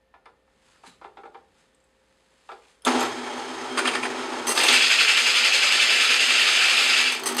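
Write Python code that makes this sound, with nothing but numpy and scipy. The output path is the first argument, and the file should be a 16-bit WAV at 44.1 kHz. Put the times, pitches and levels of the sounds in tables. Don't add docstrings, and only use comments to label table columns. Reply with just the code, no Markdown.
import sys
import numpy as np
from scipy import signal
from scipy.fft import rfft, irfft
from scipy.io import wavfile
from scipy.ndimage import uniform_filter1d, map_coordinates

SR = 44100
rng = np.random.default_rng(int(sys.argv[2]) if len(sys.argv) > 2 else 0)


def amplitude_ratio(level_db):
    exponent = np.asarray(level_db, float) / 20
    return 10 ** exponent


def transcribe(signal):
    frames = np.atleast_2d(signal).T
    limited = np.clip(frames, -1, 1)
    pcm = np.round(limited * 32767).astype(np.int16)
    wavfile.write(sys.argv[1], SR, pcm)


N = 326340


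def unit(x):
    return x / np.sqrt(np.mean(x ** 2) + 1e-20)


def along(points, hz):
    f, v = np.transpose(points)
    return np.interp(np.log(hz + 1), np.log(f + 1), v)


def curves(rows, off=-120):
    s, *cols = np.transpose(rows)
    return [np.interp(np.arange(N) / SR, s, c, left=off) for c in cols]


def wobble(rate):
    return map_coordinates(rng.standard_normal(int(N * rate / SR) + 4), [np.arange(N) * rate / SR])


def below(f, hz, power):
    return 1 / (1 + (f / hz) ** power)


def above(f, hz, power):
    return 1 / (1 + (hz / (f + 1)) ** power)


def bell(f, centre, width):
    return 1 / (1 + (2 * (f - centre) / width) ** 2)


def causal(x, gain, size=16384):
    ceps = irfft(np.log(gain(np.fft.rfftfreq(size, 1 / SR)) + 1e-6), size)
    ceps[1:size // 2] *= 2
    ceps[size // 2 + 1:] = 0
    response = irfft(np.exp(rfft(ceps)), size)
    return signal.fftconvolve(x, response.reshape(np.shape(x)[:-1] + (size,)), axes=-1)[..., :N]


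def body(broad, modes=(), broad_db=0):
    def shape(f):
        clear = sum(amplitude_ratio(2 * db) * bell(f, c, w) ** 2 for c, w, db in modes)
        return np.sqrt(amplitude_ratio(2 * (along(broad, f) + broad_db)) + clear)
    norm = np.sqrt(np.mean(shape(np.linspace(0, SR / 2, 8000)) ** 2))
    return lambda f: shape(f) / norm


def bursts(rows, favour=0):
    t, hz, out = np.arange(SR // 2) / SR, np.fft.rfftfreq(SR // 2, 1 / SR), np.zeros(N + SR)
    for s, db, rise, t60, *centre in rows:
        env = amplitude_ratio(db - 60 * np.maximum(t - rise, 0) / max(t60, .005)) * np.clip(t / max(rise, 1e-4), 0, 1)
        c = centre[0] if centre else 1000
        peak = 1 + favour * .2j * hz * c / (c * c - hz * hz + .2j * hz * c)
        noise = env * rng.standard_normal(len(t))
        out[round(s * SR):][:len(t)] += irfft(rfft(noise) * peak, len(t))
    return out[:N]


def strokes(rows):
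    t = np.arange(N) / SR
    return sum(amplitude_ratio(db - 20 * np.maximum((s - t) / rise, (t - s) / fall)) for s, db, rise, fall in rows)


def grit(lumps_db, rate):
    return unit(amplitude_ratio(lumps_db * wobble(rate)) * rng.standard_normal(N))


def shifting(x, depth_db, bins, frames):
    z = signal.stft(x, nperseg=512)[2]
    field = uniform_filter1d(uniform_filter1d(rng.standard_normal(z.shape), bins, 0), frames, 1)
    return signal.istft(z * amplitude_ratio(depth_db * unit(field)), nperseg=512)[1][:N]


def snaps(rows):
    t60_at_1khz, damping = .075, 0.35
    out, t = np.zeros(N + SR), np.arange(SR // 8) / SR
    for s, db, hz in rows:
        ring = np.sin(2 * np.pi * hz * t + np.cumsum(rng.normal(0, 0.13, len(t))))
        band = signal.butter(3, [1.7 * hz / SR, 2.2 * hz / SR], 'band')
        crack = 1.6 * signal.lfilter(*band, rng.standard_normal(len(t)))
        fade = amplitude_ratio(db - 1.5 - 60 * t / t60_at_1khz * (hz / 1000) ** damping)
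        out[round(s * SR):][:len(t)] += fade * (ring + crack)
    return out[:N]


# (f/Hz, t60/s)
ECHO = [(200, 0.49), (2000, 0.27), (10000, 0.33)]


def shop(x):
    hz, t, z = signal.stft(rng.standard_normal(SR // 2), SR, nperseg=256)
    tail = signal.istft(z * amplitude_ratio(-60 * t / along(ECHO, hz)[:, None]), SR, nperseg=256)[1]
    return signal.fftconvolve(np.pad(x, (300, 0)), tail / np.linalg.norm(tail))[:N]


# (f/Hz, level/dB per Hz)
ROOM_TONE = [(150, -38), (250, -8), (420, 3.5), (570, -1), (1000, -5), (1800, -7), (3300, -12.5),
             (8000, -24), (11000, -25), (15000, -40)]
# (f/Hz, level/dB)
HUMS = [(59.2, -77.5), (527.6, -72.5), (839.8, -84.5), (1798, -82.5)]
# (f/Hz, level/dB per Hz)
RUMBLE_COLOUR = [(12, -40), (25, -14), (45, 0), (87, -3.5), (120, -6), (240, -0.5), (330, -7), (600, -69)]
# (peak t/s, level/dB, 20 dB rise/s, 20 dB fall/s)
RUMBLE_SWELL = [
    (1.05, -75.5, 1.2, 2),
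]


def room_tone():
    t = np.arange(N) / SR
    hum = sum(1.4 * amplitude_ratio(db + .8 * wobble(6)) * np.sin(2 * np.pi * hz * t + .4 * wobble(5)) for hz, db in HUMS)
    rumble = (amplitude_ratio(-75) + strokes(RUMBLE_SWELL)) * causal(rng.standard_normal(N), body(RUMBLE_COLOUR))
    air = amplitude_ratio(-69 + 1.2 * wobble(2.6)) * causal(rng.standard_normal(N), body(ROOM_TONE))
    return hum + rumble + air


# (t/s, f/Hz)
SQUEAK = [
    (.78, 4930),
    (.84, 4550),
    (.87, 4050),
    (.95, 3950),
]
# (peak t/s, level/dB, 20 dB rise/s, 20 dB fall/s)
SQUEAK_SWELLS = [
    (.8, -75, .12, .1),
    (.875, -56, .03, .09),
]


def squeak():
    hz, = curves(SQUEAK, off=SQUEAK[0][1])
    tone = np.sin(2 * np.pi * np.cumsum(hz + 150 * wobble(400)) / SR)
    return strokes(SQUEAK_SWELLS) * amplitude_ratio(3 * wobble(150)) * tone


# (peak t/s, level/dB, 20 dB rise/s, 20 dB fall/s)
CLOTH = [
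    (.71, -61.5, .25, .3),
    (.87, -49, .03, 0.09),
    (1.6, -65.5, .16, 0.15),
    (2.46, -66, 1.5, .3),
    (2.7, -60.5, 0.3, 0.2),
]
# (f/Hz, level/dB per Hz)
WEAVE = [(500, -25), (900, -5), (2600, -7), (4000, -8.5), (5700, -11.5), (7900, -12), (10500, -19.5),
         (13000, -38), (15000, -55)]


def cloth():
    ruffles = [(s, db - 40, .015, 0.1) for s, db, thud, hz in KNOCKS]
    return strokes(CLOTH + ruffles) * causal(grit(lumps_db=1.5, rate=370), body(WEAVE))


# (t/s, level/dB, f/Hz)
TICKS = [(0.257, -66, 9200), (0.257, -59, 5000), (1.345, -72, 3380), (1.7469, -57, 8090),
         (1.8023, -62, 7410), (1.84, -59, 8000), (2.49, -47, 2600), (2.517, -47, 3500), (2.519, -50, 4600),
         (2.525, -50, 2500), (2.62, -58, 2450), (2.635, -57, 2400), (2.65, -56, 2450), (2.655, -58, 900)]


def fibres():
    return snaps(TICKS)


# (t/s, level/dB, thud level/dB, favoured f/Hz)
KNOCKS = [(0.139, -39.5, -17, 755), (0.256, -35, -13, 1060), (0.475, -55, -19, 2160),
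          (0.835, -38.5, -11, 1230), (1.013, -35, -12, 1340), (1.043, -31, -9, 850), (1.17, -31.5, -9, 780),
          (1.234, -37, -4.5, 1310), (1.252, -37, -4, 853), (1.345, -33.5, -10, 865),
          (2.489, -29.5, -19.5, 1310), (2.516, -29, -10, 840)]
# (f/Hz, width/Hz, level/dB)
BENCH = [(400, 50, -3), (458, 35, 0), (786, 50, 3), (915, 45, -3), (1015, 25, -4), (1195, 40, -6),
         (1314, 50, -1), (1421, 30, -7), (1640, 35, -8), (1739, 35, -8), (2099, 40, -10), (2320, 45, -11),
         (3560, 80, -20)]
# (f/Hz, level/dB per Hz)
BENCH_BROAD = [(71, -65), (120, -33), (390, 0), (498, 0.5), (856, 0), (3550, -21), (6000, -33), (7800, -68),
               (13200, -120)]
# (t/s, level/dB, rise/s, t60/s)
SCUFF = [
    (.862, -53, 0.016, .16),
]
# (t/s, level/dB, rise/s, t60/s, f/Hz)
CREAK = [
    (3.2, -46, .06, 0.22, 2400),
    (2.8, -58, .03, .3, 1400),
    (3.1, -44, .03, .25, 470),
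    (0.74, -53, 0.0092, 0.25, 1400),
]


def bench():
    timber = body(BENCH_BROAD, BENCH, broad_db=-5.5)
    knocks = bursts([(s, db - 6.5, .0008, 0.115, hz) for s, db, thud, hz in KNOCKS], favour=0.98)
    wood = causal(knocks, lambda f: timber(f) * above(f, 600, 6))
    thuds = bursts([(s, db + thud, .004, 0.26) for s, db, thud, hz in KNOCKS])
    thuds = causal(thuds, lambda f: timber(f) * below(f, 600, 6))
    hard = [(1200, -26), (2400, 11), (2900, -12), (3500, 3), (4800, -12), (9000, -49)]
    edge = causal(bursts([(s, db - 27, .001, 0.12) for s, db, thud, hz in KNOCKS]), body(hard))
    boards = [(60, -36), (150, 5), (260, 3), (600, -40)]
    creak = causal(bursts(CREAK, favour=17) / 7, lambda f: below(f, 3500, 4))
    return creak + wood + thuds + edge + causal(bursts(SCUFF), body(boards))


# (t/s, level/dB, f/Hz)
SWITCH = [(2.82, -54, 3250), (2.821, -55, 9000), (2.821, -52, 10000), (2.821, -55, 5200),
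          (2.8497, -21, 3590), (2.85, -26, 10000), (2.85, -29, 8300), (2.85, -31, 6300), (2.854, -27, 7600),
          (2.855, -28, 10300), (2.869, -15.5, 1340), (2.874, -20, 1100), (2.8699, -26, 6510),
          (2.902, -32, 9100), (2.995, -32, 6500), (2.995, -41, 11000), (3.007, -24, 7350),
          (3.007, -36, 11500), (3.031, -38, 11500)]


def switch():
    return snaps(SWITCH)


def strain():
    t = np.arange(N) / SR
    start_s, attack_s, release_s = 2.872, 0.009, 0.055
    held = amplitude_ratio(-20 * np.maximum(0, np.maximum((start_s - t) / attack_s, (t - UP_S) / release_s)))
    throat = [(300, -46), (620, -8), (790, 9), (900, -4), (1200, -35), (2000, -60)]
    growl = causal(grit(lumps_db=-3.5, rate=130), body(throat))
    growl = strokes([(start_s + 0.071, -28, .05, .16)]) * growl
    hum = np.sin(2 * np.pi * np.cumsum(246 + 3.4 * wobble(20)) / SR)
    return held * (amplitude_ratio(-24.5 + 1.9 * wobble(24.7)) * hum + growl)


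def ducking():
    return np.minimum(uniform_filter1d(curves(MOTOR, off=RUN_DB)[0], SR // 8) - RUN_DB, 0)


RUN_DB, UP_S = -34, 3.03
# (t/s, level/dB)
MOTOR = [(2.852, -45), (2.875, -26.5), (2.94, -24.5), (3.055, -24), (3.09, -33.5), (3.74, -34.5),
         (3.79, -29.5), (4.42, -32), (4.62, -31), (4.81, -35.5), (4.87, -47), (7.15, -42), (7.3, -30),
         (7.4, -34)]
# (f/Hz, width/Hz, level/dB)
CASING = [(249, 25, -3), (394, 40, -2), (445, 42, -2), (824, 180, -3), (1310, 86, -5.5), (1740, 23, -7.5),
          (2237, 55, -10.5), (3200, 200, -13.5), (5200, 200, -20), (6400, 250, -20), (9000, 400, -25.5)]
# (f/Hz, level/dB per Hz)
CASING_BROAD = [(150, -60), (215, -30), (240, 2), (310, -13.5), (420, -7.5), (850, -4), (3200, -15),
                (6400, -20), (9000, -27.5), (12000, -42.5), (15000, -58)]
# (multiple, level under casing/dB)
SHAFT = [(8, -19), (11, -9.5), (12, -13), (13, -4), (15, -17), (16, -21), (20, -17), (26, -18)]
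# (peak t/s, level/dB, 20 dB rise/s, 20 dB fall/s)
JOLT = [
    (2.87, -22, 0.016, 0.0646),
    (3.015, -33.5, 0.0629, 0.03),
]


def motor():
    t = np.arange(N) / SR
    level_db, = curves(MOTOR)
    running = level_db > -99
    casing_db = level_db + .7 * wobble(14)
    whir = amplitude_ratio(-31.5 + 0.76 * (level_db - RUN_DB) + 0.3 * wobble(20)) * running + strokes(JOLT)
    turns = np.cumsum(29.89 * (1 + 0.0027 * wobble(3.3))) / SR
    orders = sum(amplitude_ratio(db - 2 + 1.8 * wobble(11)) * np.sin(2 * np.pi * k * turns + 6 * k) for k, db in SHAFT)
    rattle = causal(grit(lumps_db=1.2, rate=90), body(CASING_BROAD, CASING, broad_db=-2))
    low = causal(rattle, lambda f: below(f, 700, 4))
    run_up_db = -20 * np.clip((UP_S - t) / .4, 0, 1)
    kick_db = 6 * np.exp(-((t - UP_S) / .06) ** 2)
    column_db = -61 + run_up_db + kick_db + 1.04 * ducking() + 2.1 * wobble(10)
    column_gain = uniform_filter1d(amplitude_ratio(np.where(running, column_db, -120)), SR // 10)
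    iron = [(20, -60), (45, -33), (65, -12), (92, -8), (120, 6.5), (170, -6), (230, -34), (400, -59)]
    column = column_gain * causal(rng.standard_normal(N), body(iron))
    return amplitude_ratio(casing_db) * (orders + 0.78 * unit(low)) + whir * unit(rattle - low) + column


# (t/s, level/dB, favoured f/Hz)
PILOT = [
    (3.77, -8, 1450),
    (3.782, -7, 1450),
    (3.846, -13, 2300),
    (3.868, -8, 3150),
    (3.908, -20, 9000),
    (3.93, -16, 2310),
    (3.945, -13, 1900),
    (4.025, -15.5, 2360),
    (4.045, -18, 2000),
]
# (f/Hz, width/Hz, level/dB)
PILOT_MODES = [(844, 69, -5), (1340, 85, -11), (1810, 48, 5), (2400, 400, -1.5), (2760, 120, 0),
               (3170, 110, 0), (4400, 54, -14), (4840, 280, -3), (6350, 98, -6), (9000, 640, -7),
               (14100, 350, -29)]
# (f/Hz, level/dB per Hz)
PILOT_BROAD = [(240, -27), (400, 10.5), (577, -4), (1190, 0), (1540, -4), (3160, -9), (5650, -11),
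               (9070, -17), (10600, -32), (14400, -43), (15500, -57)]
# (t/s, level/dB)
BRUSH = [
    (4.139, -36),
    (4.2344, -37),
    (4.3152, -30),
    (4.3898, -36),
    (4.48, -29.5),
    (4.56, -24.5),
    (4.63, -25),
    (4.69, -30),
]
# (f/Hz, level/dB per Hz)
TABLE = [(200, -39), (300, -14), (440, -1), (640, -9.5), (880, -2.5), (1250, -9), (2500, -48), (8000, -120)]
# (peak t/s, level/dB, 20 dB rise/s, 20 dB fall/s)
WHINE = [
    (3.31, -45, 0.1, .12),
    (3.71, -41, .04, .1),
]


def pilot():
    rise_s, t60_s = 0.01, 0.095
    dull = body(PILOT_BROAD, PILOT_MODES, broad_db=0.5)
    rough = amplitude_ratio(1.9 * wobble(200))
    rub = rough * bursts([(s, db - 10.3, rise_s, t60_s, hz) for s, db, hz in PILOT], favour=1.6)
    rub = causal(rub, lambda f: dull(f) * below(f, 5700, 8) * above(f, 500, 4))
    fine = bursts([(s, db - 10.5, rise_s, t60_s) for s, db, hz in PILOT])
    fine = causal(fine, lambda f: dull(f) * above(f, 5700, 8))
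    table = causal(bursts([(s, db, rise_s, 1.9 * t60_s) for s, db in BRUSH]), body(TABLE))
    whine = causal(rng.standard_normal(N), lambda f: bell(f, 3220, 150), size=4096)
    return rub + fine + table + strokes(WHINE) * unit(whine)


# (t/s, surge level/dB)
TURNS = [(4.722, 2), (4.808, 4), (4.895, 5), (4.987, 5), (5.072, 6), (5.16, 5), (5.254, 6), (5.343, 5),
         (5.434, 6), (5.522, 6), (5.617, 5), (5.708, 4), (5.795, 5), (5.89, 4), (5.993, 5), (6.09, 4.5),
         (6.192, 4), (6.286, 3), (6.385, 2), (6.457, 2), (6.544, 2), (6.605, 1.5), (6.688, 3), (6.76, 1.5),
         (6.872, 3), (6.96, 3), (7.054, 2), (7.15, 0)]


def surge():
    s, db = np.transpose(TURNS)
    turns = np.interp(np.arange(N) / SR, s, np.arange(len(s)))
    u, dig = turns % 1, .14
    shape = np.where(u < dig, u / dig, 1 - np.abs((u - dig) / (1 - dig)) ** 1.25) - .6
    return uniform_filter1d(db[turns.astype(int)] * shape * (turns > 0), SR // 200)


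def chatter():
    chance, size = rng.random(N), rng.standard_normal((2, N))
    return amplitude_ratio(-6) * unit((chance < 600 / SR) * np.sign(size[0]) * amplitude_ratio(3.5 * size[1]))


# (t/s, level/dB)
CUT = [(4.535, -47), (4.574, -24), (4.676, -22), (4.69, -17), (4.82, -19), (6.25, -19.3), (6.5, -19),
       (7.01, -18.7), (7.05, -21.5), (7.154, -27.5), (7.2, -39), (7.24, -49), (7.374, -44), (7.385, -27),
       (7.4, -18)]
# (f/Hz, width/Hz, level/dB)
PLATE = [(1355, 60, -7), (1552, 25, -8), (1743, 18, -4), (1792, 25, -5), (2105, 35, -4), (2328, 34, 2.5),
         (2613, 45, 3), (2670, 30, 1), (2798, 28, 4), (2440, 130, -4), (3020, 35, -2), (3315, 40, -3),
         (3486, 30, -4), (3597, 35, -5), (4506, 30, -5), (4870, 40, -7), (5060, 55, -9)]
# (f/Hz, level/dB per Hz)
PLATE_BROAD = [(260, -32), (450, -16.5), (599, -18), (860, -16.5), (1000, -18), (1300, -9.5), (2000, -7),
               (2720, -2.5), (3830, -8), (4980, -8), (5740, -17.5), (6200, -14.5), (8060, -26.5),
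               (13600, -120)]
# (t/s, level/dB, rise/s, t60/s, favoured f/Hz)
BITE = [
    (4.683, -11, 0.0013, 0.08, 3450),
    (4.574, -17, .002, .1, 1900),
    (4.597, -18, .004, .1, 2000),
    (4.632, -17, .003, .08, 1800),
    (4.724, -15, .003, .09, 3450),
]
# (t/s, level/dB, favoured f/Hz)
TEETH = [(4.4675, -15, 6140), (4.478, -15, 6160), (4.489, -15, 8270), (4.499, -14, 8270),
         (4.508, -17, 8270), (4.517, -17, 6160), (4.549, -19.5, 8270), (4.56, -19, 6140),
         (4.574, -17, 6140), (4.587, -18, 8270), (4.608, -18, 10500), (4.631, -14, 8340),
         (4.645, -18, 10500), (4.66, -19, 8270), (4.673, -19, 6300), (4.685, -19, 8280), (4.723, -15, 8280),
         (4.738, -18, 8280), (4.752, -19, 6200), (7.118, -20, 8280), (7.2557, -16, 8240),
         (7.262, -14, 8280), (7.27, -18, 4500), (7.2842, -17, 8250), (7.378, -16.5, 8250)]
# (f/Hz, width/Hz, level/dB)
CUP = [(870, 100, -2), (1230, 240, 2.5), (1950, 190, -1.5), (2750, 60, 2), (2800, 23, -52), (3170, 82, -2),
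       (4290, 120, -1), (4660, 120, -1), (6160, 110, 2), (8070, 80, 0), (8290, 200, 4.5), (10600, 900, -7),
       (13000, 2000, -20)]
# (f/Hz, level/dB per Hz)
CUP_BROAD = [(290, -8.5), (500, -5), (1250, -1), (1490, -6), (4450, -3.5), (5520, -9), (6020, 4.5),
             (7460, -27), (8250, -6), (15500, -20)]
# (f/Hz, level/dB per Hz)
CHIPS = [(3060, -39.5), (5200, -1.5), (5750, -4.5), (6510, -2), (8810, -4.5), (9830, -14), (11100, -13),
         (14200, -31.5), (15500, -33)]
# (t/s, level/dB)
NICKS = [
    (7.147, -30),
    (7.195, -31),
    (7.235, -25),
    (7.321, -28),
    (7.347, -27),
    (7.367, -20.5),
]


def saw():
    (plate_db,), swell = curves(CUT), surge()
    late, early = np.roll(swell, round(.003 * SR)), np.roll(swell, -round(.008 * SR))
    iron = body(PLATE_BROAD, PLATE, broad_db=-1.0)

    def loudest(f):
        return below(f - 2700, 560, 4)

    tear = amplitude_ratio(plate_db + 1.25 * late) * unit(grit(lumps_db=1.2, rate=200) + chatter())
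    tear = shifting(tear + bursts(BITE, favour=0.56), depth_db=1.6, bins=3, frames=6)
    roar = amplitude_ratio(plate_db + .4 + 1.45 * early) * unit(grit(lumps_db=1.1, rate=150) + chatter())
    roar = shifting(roar, depth_db=0.5, bins=3, frames=8)
    plate = causal(tear, lambda f: iron(f) * np.sqrt(1 - loudest(f)))
    plate += causal(roar, lambda f: iron(f) * np.sqrt(loudest(f)))

    rise_s = 0.004
    hiss = amplitude_ratio(plate_db - 13 + 1.1 * late) * grit(lumps_db=0.15, rate=220)
    hiss += bursts([(s, db - 17, rise_s, .09) for s, db, hz in TEETH])
    chips = causal(shifting(hiss, depth_db=1.84, bins=4, frames=8), body(CHIPS))
    nicks = bursts([(s, db, .0005, 0.028) for s, db in NICKS])
    chips += causal(nicks, lambda f: above(f, 9000, 6) * below(f, 12500, 8), size=1024)

    catches = bursts([(s, db - 8.0, rise_s, 0.085, hz) for s, db, hz in TEETH], favour=0.36)
    cup = causal(nicks + catches, body(CUP_BROAD, CUP, broad_db=-6))
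    return plate + chips + cup


def scene():
    far = bench() + fibres() + switch() + squeak()
    near = causal(pilot() + saw() + strain(), lambda f: above(f, 190, 6)) + motor()
    echo = shop(amplitude_ratio(-7.5) * far + amplitude_ratio(-10.5) * near)
    return (far + near + echo + cloth() + amplitude_ratio(1.7 * ducking()) * room_tone())[None]


def roll_off(x):
    return signal.sosfilt(signal.butter(12, 15690, fs=SR, output="sos"), x)


# (f/Hz, width/Hz, depth 0-1)
PORT = [(5710, 350, 0.68), (6950, 110, 0.55), (14900, 200, .7)]


def record(dry):
    x = dry / (1 + np.abs(dry / 0.6) ** 4) ** (1 / 4)

    def microphone(f):
        notches = np.prod([1 - depth * bell(f, c, w) for c, w, depth in PORT], axis=0)
        return notches * below(f, 15650, 100)

    return roll_off(causal(x, microphone))


dry = scene()
out = record(dry)
transcribe(out)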